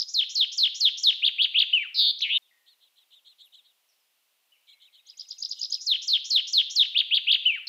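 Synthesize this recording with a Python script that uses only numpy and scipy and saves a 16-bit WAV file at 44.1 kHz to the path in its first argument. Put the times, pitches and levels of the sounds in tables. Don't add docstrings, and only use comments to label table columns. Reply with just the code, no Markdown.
import sys
import numpy as np
from scipy import signal
from scipy.fft import rfft, irfft
from scipy.io import wavfile
from scipy.ndimage import uniform_filter1d

SR = 44100
rng = np.random.default_rng(int(sys.argv[2]) if len(sys.argv) > 2 else 0)


def output_pcm(signal):
    pcm = np.clip(np.atleast_2d(signal).T, -1, 1) * 32767
    wavfile.write(sys.argv[1], SR, np.round(pcm).astype(np.int16))


N = 338688

# (share of the length [0-1], pitch before transposing [Hz], level [dB])
LISP = [(0, 5427, -3), (.25, 6113, 2.5), (.6, 6286, -3), (1, 6643, -12.5)]
SIGH = [(0, 2490, -16.5), (0.071, 3079, 1.5), (0.149, 3023, -4.5), (0.319, 2677, -4.5), (0.481, 2380, -12),
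        (.68, 2300, -15), (0.796, 1750, -29.5), (1, 1150, -45)]
BUZZ = [(0, 4750, -12.5), (.2, 4374, -3.5), (.3, 4266, 3.5), (.58, 4000, 0.5), (1, 4000, -0.5)]
SQUEAK = [(0, 3370, 3), (.5, 5750, -8), (1, 7300, -26)]
FLOURISH = [(0, 3433, -15), (0.053, 3812, -2.5), (0.13, 3230, -6.5), (0.228, 2785, -9.5),
            (0.438, 2471, -19.5), (.57, 2900, -6.5), (0.797, 3284, -7), (1, 3380, -2.5)]
SLUR = [(0, 3712, -0.5), (0.602, 3360, -9.5), (1, 2610, -11)]
ARCH = [(0, 3500, -2), (0.251, 4420, -2), (0.551, 3600, -7.5), (1, 2514, -3)]
HIGH_SLUR = [(0, 4164, -14), (.35, 4190, -1), (.7, 3900, -2), (1, 3290, -12)]
LIFT = [(0, 3220, -5), (0.348, 3300, 0.5), (.7, 4100, 0.5), (1, 3950, -6)]
HOLD = [(0, 2110, 9.5), (.15, 1925, -9), (1, 1957, -15.5)]
ZIGZAG = [(0, 3550, -6), (.7, 3723, 7), (1, 3700, 5)]


def undb(db):
    return 10 ** (np.asarray(db) / 20)


def colour(x, points, share=1):
    hz, db = np.transpose(points)
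    bins_hz = np.maximum(np.arange(N // 2 + 1) * SR / N, 1)
    curve_db = np.interp(np.log(bins_hz), np.log(hz), db)
    return irfft(rfft(x) * undb(share * curve_db), N)


def wander(size, rate_hz):
    knots = rng.standard_normal(int(size * rate_hz / SR) + 2)
    return np.interp(np.arange(size) * rate_hz / SR, np.arange(len(knots)), knots)


def add(track, s, sound):
    start = int(s * SR)
    first, last = max(start, 0), min(start + sound.shape[-1], N)
    if last > first:
        track[..., first:last] += sound[..., first - start:last - start]


def stroke(shape, length_s, pitch=1, waver=0.0094, fade_s=0.0019):
    # (shape, rate [Hz], swing before transposing [Hz], softening at the top of the swing [0-1],
    # spread of the rate [0-1])
    trills = [(LISP, 300, 800, 0.58, 0.36), (BUZZ, 190, 590, 0.48, 0.25),
              (FLOURISH, 178, 433, 0.073, 0.067), (ZIGZAG, 90, 516, 0.12, 0.27)]
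    size = int(length_s * SR)
    t = np.arange(size) / SR
    share, hz, db = np.transpose(shape)
    hz = uniform_filter1d(np.interp(t / length_s, share, hz), size=60)
    db = uniform_filter1d(np.interp(t / length_s, share, db), size=60)
    edges = np.clip(np.minimum(t, length_s - t) / fade_s, 0, 1)
    gain = undb(db) * np.sin(np.pi / 2 * edges) ** 2
    for trilled, rate_hz, swing_hz, dip, spread in trills:
        if shape == trilled:
            uneven_hz = rate_hz * (1 + spread * wander(size, rate_hz))
            swing = np.sin(2 * np.pi * np.cumsum(uneven_hz) / SR)
            hz = hz + swing_hz * swing
            gain = gain * (1 - dip * (1 + swing) / 2)
    sounding_hz = pitch * hz * (1 + waver * wander(size, 900))
    return gain * np.sin(2 * np.pi * np.cumsum(sounding_hz) / SR)


def stutter(sound, skips, fade_s=0.02):
    for at_s, back_s in skips:
        gap = np.zeros(max(int(back_s * SR), 0))
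        old = np.concatenate([sound, gap])
        new = np.concatenate([gap, sound])
        t = np.arange(len(old)) / SR
        turn = np.pi / 2 * np.clip((t - at_s) / fade_s + .5, 0, 1)
        sound = old * np.cos(turn) + new * np.sin(turn)
    return sound


def phrase():
    # (share of the length [0-1], pitch [Hz], level [dB])
    tick = [(0, 5300, -27.5), (0.252, 6630, -15.5), (.37, 6930, -24), (.42, 3695, -34), (.6, 4750, -15.5),
            (0.713, 4964, 1), (.81, 6003, -20.5), (0.879, 4310, -5.5), (1, 2745, -26)]
    plunge = [(0, 7620, -26), (.05, 7110, -22.5), (.15, 5254, -6), (.26, 4425, -6), (.51, 3975, -3),
              (.66, 3553, 2), (.86, 2991, -3), (.92, 2398, -19), (1, 1197, -45)]
    hook = [(0, 2330, -13.5), (.24, 2910, -4.5), (.5, 3590, 1), (0.551, 4470, -12), (.6, 4810, -17.5),
            (0.707, 3470, 1), (.79, 2970, -0.5), (.88, 2420, -16.5), (1, 1136, -44)]
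    # (time [s], level [dB], stutters [(time into the note [s], skip back [s])])
    ticks = [(5.063, -35.5, [(.023, .008)]), (5.169, -27.5, [(.035, 0.012)]), (5.282, -25, [(.045, 0.011)]),
             (5.381, -20, [(.012, .017), (.063, 0.024)]), (5.486, -20, [(.043, 0.0091)]),
             (5.588, -18.5, [(.031, 0.015), (.059, 0.016)]), (5.697, -16, [(.037, .018)])]
    plunges = [(.133, -17, [(.039, .012), (.091, .021)]), (.345, -16.5, [(.033, .019), (.085, .014)]),
               (.571, -15, [(.033, .018), (.093, .018)]), (.798, -14.5, [(.029, .01), (.075, .013)]),
               (1.026, -14, [(.053, .014), (.102, 0.02)])]
    hooks = [(1.222, -14.5, [(.045, .014)]), (1.383, -14, [(.021, 0.0072), (.047, .013)]),
             (1.543, -13, [(.023, .017), (.072, .019)])]
    # (time [s], length [s], level [dB], transposition [ratio], shape)
    closing = [(1.727, .14, -13.5, 1, SIGH), (1.943, 0.17, -17, 1, BUZZ), (2.186, .014, -34, 1, SQUEAK),
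               (2.204, 0.018, -29.5, 1, SQUEAK), (2.207, 0.018, -36, .62, SQUEAK),
               (2.216, 0.16, -14.5, 1, FLOURISH)]
    tick_s, plunge_s, hook_s = .041, 0.075, .0604
    lisp_lead_s, lisp_s, lisp_db = 0.054, .056, -18.5

    voice = np.zeros(N)
    for notes, shape, length_s in ((ticks, tick, tick_s), (plunges, plunge, plunge_s), (hooks, hook, hook_s)):
        for s, db, skips in notes:
            add(voice, s, undb(db) * stutter(stroke(shape, length_s), skips))
    for s, db, _ in plunges:
        add(voice, s - lisp_lead_s, undb(db + lisp_db) * stroke(LISP, lisp_s))
    for s, length_s, db, pitch, shape in closing:
        add(voice, s, undb(db) * stroke(shape, length_s, pitch))
    return voice


def overtones(voice, second_db=-41, third_db=-42, fourth_db=-57, growth=.4):
    # (frequency [Hz], level [dB])
    beak = [(5000, -11.5), (8000, -8), (9200, -20.5), (10400, 2), (12500, 12), (15000, 7)]
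    tone = signal.hilbert(voice)
    size, phase = np.abs(tone), np.angle(tone)
    harmonics = sum(undb(db) * np.cos(k * phase) for k, db in enumerate((second_db, third_db, fourth_db), 2))
    return colour(size * (size / size.max()) ** growth * harmonics, beak)


def wood(x, scatter_db, t60=0.65, treble_t60=0.3, treble_hz=4800, side_db=-14):
    # (delay [s], level [dB])
    branches = [(.0014, -18), (.00272, -12), (0.0109, -13.5)]
    trunk_s, trunk_db = 0.077, -23.5
    t = np.arange(SR) / SR
    low_pass = signal.butter(2, treble_hz, fs=SR, output="sos")

    grains = rng.standard_normal((2, SR)) * (rng.random((2, SR)) < .03)
    twigs = grains * (t > branches[0][0])
    low = signal.sosfiltfilt(low_pass, twigs)
    low_tail = low * np.exp(-np.log(1000) * t / t60)
    treble_tail = (twigs - low) * np.exp(-np.log(1000) * t / treble_t60)
    tail = low_tail + treble_tail
    mid, side = tail * undb(scatter_db) / np.sqrt(np.sum(tail ** 2, axis=1, keepdims=True))

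    trunk = signal.unit_impulse(SR, int(trunk_s * SR))
    mid = mid + undb(trunk_db) * signal.sosfiltfilt(low_pass, trunk)
    mid[0] += 1
    for delay_s, db in branches:
        mid[int(delay_s * SR)] += undb(db)
    return np.array([signal.fftconvolve(x, mid + sign * undb(side_db) * side)[:N] for sign in (1, -1)])


def chaffinch():
    repeat_s, break_s, resume_s = 5.7256, 2.381, 5
    voice, songs = phrase(), np.zeros((2, N))
    song = wood(voice, scatter_db=-12, treble_t60=.38)
    song = song + wood(overtones(voice), scatter_db=5.5, treble_t60=0.044)
    for turn in (-1, 0, 1):
        add(songs, turn * repeat_s, song)
    t = np.arange(N) / SR
    audible = 1. * ((t < break_s) | (t > resume_s))
    return songs * uniform_filter1d(audible, size=4)


def distant_sounds(chorus_db=-80, count=70):
    # (time [s], length [s], level [dB], transposition [ratio], shape)
    faint = [(2.421, 0.083, -62.5, 1, SLUR), (2.51, 0.23, -68, .96, HOLD), (3.443, 0.028, -69, 3.1, ZIGZAG),
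             (3.888, 0.047, -65, 1.55, SLUR), (4.0, 0.049, -72, 1.45, SLUR), (4.519, .05, -57.5, .82, SLUR),
             (4.679, 0.84, -72, 1.1, HOLD)]
    voice = np.zeros(N)
    for s, length_s, db, pitch, shape in faint:
        add(voice, s, undb(db) * stroke(shape, length_s, pitch, waver=0.034))
    for when, pitch, size in rng.random((count, 3)):
        chirp = stroke(SLUR, .04, .65 + pitch / 2)
        add(voice, when * N / SR, undb(chorus_db) * size * chirp)
    return wood(voice, scatter_db=-3)


def air(level_db=-70.5, side_db=-20):
    # (frequency [Hz], relative density [dB per Hz])
    hush = [(59, -60.5), (100, -25), (411, -11), (541, -7), (998, -6), (1660, -8.5), (2520, -2.5),
            (2750, 0), (5870, -8.5), (7100, -10), (15500, -7)]
    mid, side = colour(rng.standard_normal((2, N)), hush)
    return undb(level_db) * (mid + undb(side_db) * side * np.array([[1], [-1]])) / np.std(mid)


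def twitterer(zigzag_s=0.04, ending_s=.058, overlap_s=0.0074, zigzag_db=-2, ending_db=-1.0):
    # (time [s], level before the zigzag and ending trims [dB], upper voice, lower voice)
    syllables = [(2.66, -57, HIGH_SLUR, SLUR), (2.802, -60.5, HIGH_SLUR, SLUR),
                 (2.957, -60.5, HIGH_SLUR, SLUR), (3.105, -54.5, HIGH_SLUR, SLUR),
                 (3.246, -53, HIGH_SLUR, SLUR), (3.383, -51.5, HIGH_SLUR, SLUR),
                 (3.521, -51.5, HIGH_SLUR, SLUR), (3.633, -62, HIGH_SLUR, SLUR), (4.669, -53.5, ARCH, LIFT),
                 (4.798, -55, ARCH, LIFT), (4.925, -56, ARCH, LIFT), (5.051, -56, ARCH, LIFT),
                 (5.17, -55, ARCH, LIFT), (5.29, -56.5, ARCH, LIFT), (5.555, -49, ARCH, LIFT),
                 (5.695, -49.5, ARCH, LIFT)]
    voice = np.zeros(N)
    for s, db, upper, lower in syllables:
        pitch, pace = rng.uniform(.97, 1.02), rng.uniform(.85, 1.15)
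        zigzag = stroke(ZIGZAG, zigzag_s * pace, pitch, waver=.03)
        add(voice, s, undb(db + zigzag_db) * zigzag)
        for shape in (upper, lower):
            ending = stroke(shape, ending_s * rng.uniform(.75, 1.15), pitch * rng.uniform(.92, 1.03), waver=.014)
            add(voice, s + zigzag_s * pace - overlap_s, undb(db + ending_db) * ending)
    voice = voice + overtones(voice, second_db=-9.5, third_db=-45, fourth_db=-55)
    return wood(voice, scatter_db=-20)


def scene():
    # (frequency [Hz], lean [dB])
    lean = [(1300, 3), (2800, 2.5), (4200, -0.03), (12000, 0.1)]
    sounds = chaffinch() + twitterer() + distant_sounds()
    left = colour(sounds[0], lean, 0.3)
    right = colour(sounds[1], lean, -.5)
    return np.array([left, right]) + air()


def record(dry):
    top_hz = 15450
    low_pass = signal.ellip(10, .1, 80, top_hz, fs=SR, output="sos")
    return signal.sosfilt(low_pass, dry)


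dry = scene()
out = record(dry)
output_pcm(out)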